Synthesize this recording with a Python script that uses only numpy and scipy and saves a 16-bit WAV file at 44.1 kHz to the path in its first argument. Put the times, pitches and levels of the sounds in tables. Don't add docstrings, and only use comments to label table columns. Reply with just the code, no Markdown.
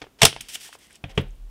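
import sys
import numpy as np
from scipy import signal
from scipy.fft import rfft, irfft
from scipy.io import wavfile
from scipy.ndimage import uniform_filter1d

SR = 44100
rng = np.random.default_rng(int(sys.argv[2]) if len(sys.argv) > 2 else 0)


def invert_db(level):
    return 10 ** (np.asarray(level, dtype=float) / 20)


def master(y):
    cut = np.clip(np.atleast_2d(y).T, -1, 1)
    pcm = np.round(cut * 32767)
    wavfile.write(sys.argv[1], SR, pcm.astype(np.int16))


N = 66150
TIME_S = np.arange(N) / SR

# (frequency [Hz], density [dB per Hz])
HUSH_SPECTRUM = [(20, -18), (60, 4), (100, -5.5), (250, -3), (1000, -14), (2000, -19), (3200, -18),
                 (4200, -21.5), (16000, -27.5)]
HUSH_DB = -61

# (time [s], length [s], first level [dB], last level [dB], tilt [dB per octave])
RUBS = [ (0, .006, -56, -59, -2), (.012, .005, -56, -48, -14), (.0175, .016, -37, -49, -12),
        (.04, .01, -49, -55, -13), (.067, .008, -54, -60, -14), (.4835, .031, -41, -43, 0),
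        (.425, .055, -53, -57, -3), (0.514, 0.04, -46.5, -33, 2), (.552, 0.0071, -31, -39.5, -3),
        (.56, 0.036, -55, -51, -1.5), (.597, .009, -50, -47, 1), (.606, .04, -44, -44.5, 1),
        (.646, .044, -45, -48, 0), (.692, .018, -51, -58, -2), (.712, .016, -59, -52, -1),
        (.729, .031, -49, -53, -1), (.411, .012, -40, -48, 3), (0.784, 0.086, -61, -57, -1),
        (0.875, .09, -65, -54.5, -3), (1.093, 0.027, -50, -51, -7), (1.081, 0.11, -56.5, -57, -15.5),
        (1.15, .03, -59.5, -56, -1.5), (1.198, .1, -41, -62.5, -17.5), (1.203, 0.017, -55, -53, 15),
        (.4062, .006, -34, -43, -4)]
# (frequency [Hz], density [dB per Hz])
SKIN_SPECTRUM = [(500, -19), (800, -13.5), (1300, -16.5), (2000, -7), (3000, -2), (6000, -5.5),
                 (10000, -10), (16000, -17)]
RUB_SLIPS_PER_S, RUB_SPREAD_DB, RUB_PATCH_DB = 25000, 1.5, 1
RUB_RISE_S, RUB_RELEASE_T60_S = 0.002, 0.015

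# (time [s], level [dB],
# frequency [Hz], t60 [s])
JOLTS = [(0.0177, -57.5, 241.5, 0.21), (0.0183, -31, 456, 0.028), (0.039, -42, 664, 0.024),
         (0.067, -42.5, 384, 0.037), (0.07, -53.5, 69, 0.13), (0.22, -21, 97, 0.13),
         (0.2299, -12.5, 140, 0.073), (0.236, -16, 83, 0.077), (.236, -16, 447.3, 0.062),
         (.236, -11, 226, 0.018), (.253, -42, 600, 0.02), (0.328, -36.5, 328, 0.012),
         (.364, -24.5, 950, 0.008), (0.36, -45, 48, 0.1), (0.407, -50.5, 236, 0.1), (0.414, -47, 38, 0.25),
         (1.095, -50, 537, 0.16), (1.1, -53, 765, 0.12), (.012, -52, 397, 0.035),
         (1.0393, -24, 336, 0.0059), (1.174, -33, 257.6, 0.015), (1.251, -54, 74.5, 1.32),
         (1.258, -58, 138, 0.97), (.0172, -38.5, 4690, 0.022), (.0172, -46.5, 6260, .01),
         (.024, -54, 5200, 0.037), (.0205, -38.5, 3507, .015), (.0215, -39, 283, 0.034),
         (.0413, -40, 648.5, .012), (1.0405, -24, 2430, 0.01), (1.0407, -32.5, 3260, 0.021),
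         (1.177, -28, 1220, 0.024), (1.195, -29.5, 200.3, .1)]

# (time [s], peak [dB], centre [Hz], width [Hz])
TICKS = [(0.0175, -35.5, 2780, 1800), (.041, -39, 700, 870), (.068, -40.5, 700, 890),
         (.329, -28, 3100, 1200), (.3641, -31, 2900, 1500), (.0172, -36, 5030, 1800),
         (0.0199, -35, 1340, 1013), (.691, -49, 8400, 5000), (.729, -43, 9400, 2000),
         (.7605, -54, 11000, 2990), (1.1865, -26, 3030, 1195), (1.0931, -43, 2525, 900),
         (.4068, -27, 2900, 2000), (.4097, -22, 9000, 7000), (0.419, -40, 2800, 1500),
         (.5555, -29, 2930, 900), (.691, -40, 700, 1000), (.728, -32.5, 1860, 2070), (.7515, -38, 560, 700),
         (0.7892, -44.5, 8100, 9000), (.907, -52, 2100, 400), (0.9077, -46, 9186, 3870),
         (0.929, -40, 8880, 5000), (0.9563, -36, 7350, 5910), (1.033, -56, 9850, 2910),
         (1.0415, -33, 2668, 900), (1.285, -55, 8990, 2986), (1.307, -51, 7050, 3020),
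         (1.355, -54.5, 8980, 2940), (.2317, -8, 8400, 1300), (.2334, -10, 5300, 1400),
         (.2356, -11, 3200, 1500), (0.2233, -13, 2730, 1500), (0.2516, -3, 8970, 2500),
         (.812, -58, 9300, 2000), (0.843, -56, 9460, 1980), (.87, -49, 9000, 2980),
         (.4085, -29, 2450, 1400)]
TICK_T60_S, TICK_RISE_S = 0.0066, 0.000043

# (time [s], level [dB], push +1 or pull -1)
TAPS = [
    (.0179, -19.5, -1),
    (.3281, -15.5, -1),
    (.3639, -13, 1),
]

# (time [s], rise [s], hold [s], level [dB], tilt [dB per octave])
JERKS = [(0.185, .004, 0.013, -50, -3), (0.203, 0.0033, 0.0025, -41, -3), (0.214, 0.0006, .003, -31, -3),
         (.2170, .0006, 0.00076, -16, 0), (0.2180, .0005, 0.001, -8, -1.5),
         (0.219, 0.0025, 0.011, -15, -1.5), (.2295, .002, .001, -14, -2), (.2312, .001, .0013, -14, 2),
         (.2335, .0008, .002, -15, 0), (.2358, .0006, .0012, -16, -2), (0.239, 0.00091, 0.0044, -18, -5.5),
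         (.2514, .0007, .0016, -3, 6), (.2541, .0008, .0014, -4, -1), (0.257, .002, 0.0036, -26, -2),
         (0.267, 0.00026, 0.0008, -15.5, -6)]
# (frequency [Hz], density [dB per Hz])
TEAR_SPECTRUM = [(150, -20.5), (400, -9), (1000, -5), (1500, -10.5), (3000, -2.5), (6000, -5.5),
                 (9500, -13), (11500, -17), (16000, -27)]
TEAR_FIBRES_PER_S, TEAR_SPREAD_DB, JERK_T60_S = 25000, 2, 0.0082

# (time [s], length [s], level [dB], frequency [Hz])
SQUEAKS = [
    (.645, .035, -57, 1850),
    (.79, .13, -70, 2090),
    (.897, .02, -62, 1790),
]
SQUEAK_WIDTH_HZ = 250

# (time [s], desk level [dB], crack level [dB], sway level [dB])
LANDINGS = [
    (1.039, -28, -32, -38.5),
    (1.1755, -14, -12, -30),
]
# (frequency [Hz], edge-first level [dB], flat level [dB], t60 [s])
DESK_MODES = [(60.5, -6, -36, 0.029), (90.8, 0.5, -0.5, 0.073), (140, -5.5, -3.5, 0.13),
              (177.6, -27, -3.5, 0.091), (286.7, -11.5, -8.5, 0.076), (407, -15.5, 5.5, 0.029),
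              (501, -23.5, -18, 0.18), (566, -23, -21, 0.15), (700, 2, -43, 0.019),
              (912, -17, -10.5, 0.039), (1092, -6, -4.5, 0.016), (1500, -38, -13.5, 0.032)]
# (frequency [Hz], density [dB per Hz])
MAT_SPECTRUM = [(300, -23), (600, -8.5), (1300, -6.5), (1700, -7.5), (2300, -2.5), (3400, -3.5),
                (3900, -16), (16000, -41.5)]
DESK_LAG_S, LAND_RISE_S = 0.00167, 0.01
CRACK_T60_S, CRACK_TAIL_T60_S, CRACK_TAIL_DB = 0.017, 0.089, -14
SWAY_HZ, SWAY_T60_S, BEAT_HZ, BEAT_NULL_S = 38, 8.95, 6.6, 0.04

# (frequency [Hz], t60 [s])
WALLS = [(100, 0.61), (1000, 0.24), (3000, 0.51), (5600, 0.4), (7300, .26), (10000, 0.36), (12000, 0.2),
         (16000, 0.24)]
WALLS_DB, EARLY_DB = -23.5, -10.5
EARLY_SHARE = 0.32
DIFFUSE_HZ = 1200

# (frequency [Hz], gain [dB])
MIC_RESPONSE = [(2200, 0.5), (3300, 1.5), (4100, -4.5), (5400, 1.5), (6700, -1.5), (8600, 2.5), (10300, 0),
                (11200, -2)]
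LOW_CUT_HZ, TOP_HZ = 24, 15900
OVERLOAD_PEAK, SPLATTER_DB = 0.94, -34


def unit(x):
    return x / np.sqrt(np.mean(x ** 2) + 1e-20)


def along(points, hz):
    f, v = np.transpose(points)
    return np.interp(np.log(hz + 1), np.log(f + 1), v)


def coloured(x, points, tilt_db=0):
    hz = np.fft.rfftfreq(2048, 1 / SR)
    level_db = along(points, hz) + tilt_db * np.log2((hz + 900) / 3900)
    cepstrum = irfft(np.log(invert_db(level_db) + 1e-6))
    cepstrum[1:1024] *= 2
    cepstrum[1025:] = 0
    h = irfft(np.exp(rfft(cepstrum)))
    return signal.fftconvolve(x, h / np.linalg.norm(h))[:len(x)]


def resonance(x, hz, width_hz):
    size = 2 * len(x)
    f = np.fft.rfftfreq(size, 1 / SR)
    damping = 1j * f * width_hz
    response = damping / (hz * hz - f * f + damping)
    return irfft(rfft(x, size) * response)[:len(x)]


def decay(t, t60):
    return (t >= 0) * invert_db(-60 * np.maximum(t, 0) / t60)


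def swell(t, rise, hold, t60):
    return np.clip(t / rise, 0, 1) ** 2 * invert_db(-60 * np.maximum(t - hold, 0) / t60)


def fibres(rate, spread_db):
    happens, polarity, size = rng.random((3, N))
    spread = invert_db(-spread_db * np.log(size + 1e-9))
    return unit((happens < rate / SR) * (polarity - 0.5) * spread)


def patches(depth_db):
    drift = uniform_filter1d(uniform_filter1d(rng.standard_normal(N), 500), 500)
    return invert_db(depth_db * unit(drift))


def stroke(s, length):
    return swell(TIME_S - s, RUB_RISE_S, length, RUB_RELEASE_T60_S)


def hush():
    return invert_db(HUSH_DB) * coloured(rng.standard_normal(N), HUSH_SPECTRUM)


def rubs(slips):
    out = np.zeros(N)
    for s, length, first_db, last_db, tilt_db in RUBS:
        level = invert_db(np.interp(TIME_S, [s, s + length], [first_db, last_db]))
        out += coloured(slips * stroke(s, length) * level, SKIN_SPECTRUM, tilt_db)
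    return out


def jolts():
    out = np.zeros(N)
    for s, db, hz, t60 in JOLTS:
        t = TIME_S - s
        out += invert_db(db) * decay(t, t60) * np.sin(2 * np.pi * hz * t)
    return out


def ticks():
    t = np.arange(2000) / SR
    out = np.zeros(N + len(t))
    shape = decay(t, TICK_T60_S) * np.minimum(t / TICK_RISE_S, 1)
    for s, db, hz, width_hz in TICKS:
        click = rng.standard_normal(len(t)) * shape
        for band_hz in (width_hz, width_hz, 2 * width_hz):
            click = resonance(click, hz, band_hz)
        out[round(s * SR):][:len(t)] += invert_db(db) * click / np.abs(click).max()
    return out[:N]


def taps():
    blows = np.zeros(N)
    for s, db, way in TAPS:
        blows[round(s * SR)] = np.sign(way) * invert_db(db)
    return coloured(blows, MAT_SPECTRUM, tilt_db=-6)


def tear():
    slips = fibres(TEAR_FIBRES_PER_S, TEAR_SPREAD_DB)
    out = np.zeros(N)
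    for s, rise, hold, db, tilt_db in JERKS:
        shape = swell(TIME_S - s, rise, rise + hold, JERK_T60_S)
        out += invert_db(db) * coloured(slips * shape, TEAR_SPECTRUM, tilt_db)
    return out


def squeaks(slips):
    out = np.zeros(N)
    for s, length, db, hz in SQUEAKS:
        out += invert_db(db) * stroke(s, length) * unit(resonance(slips, hz, SQUEAK_WIDTH_HZ))
    return out


def desk_ring(t, landing):
    u = t - DESK_LAG_S
    out = np.zeros(N)
    for hz, *mode_db, t60 in DESK_MODES:
        shape = decay(u, t60) * (1 - decay(u, LAND_RISE_S))
        out -= invert_db(mode_db[landing]) * shape * np.sin(2 * np.pi * hz * u)
    return out


def mat_crack(t):
    fall = decay(t, CRACK_T60_S) + invert_db(CRACK_TAIL_DB) * decay(t, CRACK_TAIL_T60_S)
    shape = fall * (1 - decay(t, LAND_RISE_S)) ** 2
    return coloured(rng.standard_normal(N) * shape, MAT_SPECTRUM)


def desk_sway(t):
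    beat = np.sin(np.pi * BEAT_HZ * (t - BEAT_NULL_S))
    return decay(t, SWAY_T60_S) * beat * np.sin(2 * np.pi * SWAY_HZ * t)


def landings():
    air, sway = np.zeros(N), np.zeros(N)
    for k, (s, desk_db, crack_db, sway_db) in enumerate(LANDINGS):
        t = TIME_S - s
        air += invert_db(desk_db) * desk_ring(t, k) + invert_db(crack_db) * mat_crack(t)
        sway += invert_db(sway_db) * desk_sway(t)
    return air, sway


def band_fall(t, hz, share):
    return invert_db(-60 * t / (share * along(WALLS, hz)[:, None]))


def echo(share):
    hz, t, z = signal.stft(rng.standard_normal(SR // 2), SR, nperseg=128)
    tail = signal.istft(z * band_fall(t, hz, share), SR, nperseg=128)[1]
    return tail / np.linalg.norm(tail)


def diffuse(x):
    source = np.pad(x, (128, 0))[:N]
    hz, t, z = signal.stft(np.array([source, rng.standard_normal(N)]), SR, nperseg=128)
    power = uniform_filter1d(np.abs(z[0]) ** 2, size=5, axis=0)
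    power *= (hz > DIFFUSE_HZ)[:, None]
    fall = 0
    for db, share in ((WALLS_DB, 1), (EARLY_DB, EARLY_SHARE)):
        energy = band_fall(t, hz, share) ** 2
        fall = fall + invert_db(2 * db) * energy / energy.sum(1, keepdims=True)
    wet = np.abs(signal.fftconvolve(power, fall, axes=1)[:, :len(t)])
    noise = z[1] / np.sqrt(np.mean(np.abs(z[1]) ** 2))
    return signal.istft(np.sqrt(wet) * noise, SR, nperseg=128)[1][:N]


def room(x):
    band = signal.butter(2, [75, DIFFUSE_HZ], "band", fs=SR, output="sos")
    low = signal.sosfilt(band, np.pad(x, (90, 0)))
    tails = invert_db(WALLS_DB) * echo(0.98) + invert_db(EARLY_DB) * echo(EARLY_SHARE)
    return signal.fftconvolve(low, tails)[:N] + diffuse(x)


def scene():
    slips = fibres(RUB_SLIPS_PER_S, RUB_SPREAD_DB) * patches(RUB_PATCH_DB)
    air, sway = landings()
    near = rubs(slips) + jolts() + ticks() + taps() + tear() + squeaks(slips) + air
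    return (coloured(near + room(near), MIC_RESPONSE) + sway + hush())[None]


def top_cut(x):
    return signal.sosfilt(signal.butter(12, 21850, fs=SR, output="sos"), x)


def record(dry):
    taps = signal.firwin(151, TOP_HZ, fs=SR)[None]
    limited = signal.fftconvolve(dry, taps, "same")
    hot = np.clip(limited, -OVERLOAD_PEAK, OVERLOAD_PEAK)
    kept = signal.fftconvolve(hot, taps, "same")
    splatter = invert_db(SPLATTER_DB) * (hot - kept)
    low_cut = signal.butter(2, LOW_CUT_HZ, "high", fs=SR, output="sos")
    mix = np.clip(signal.sosfilt(low_cut, kept + splatter), -1, 1)
    return top_cut(mix)


dry = scene()
out = record(dry)
master(out)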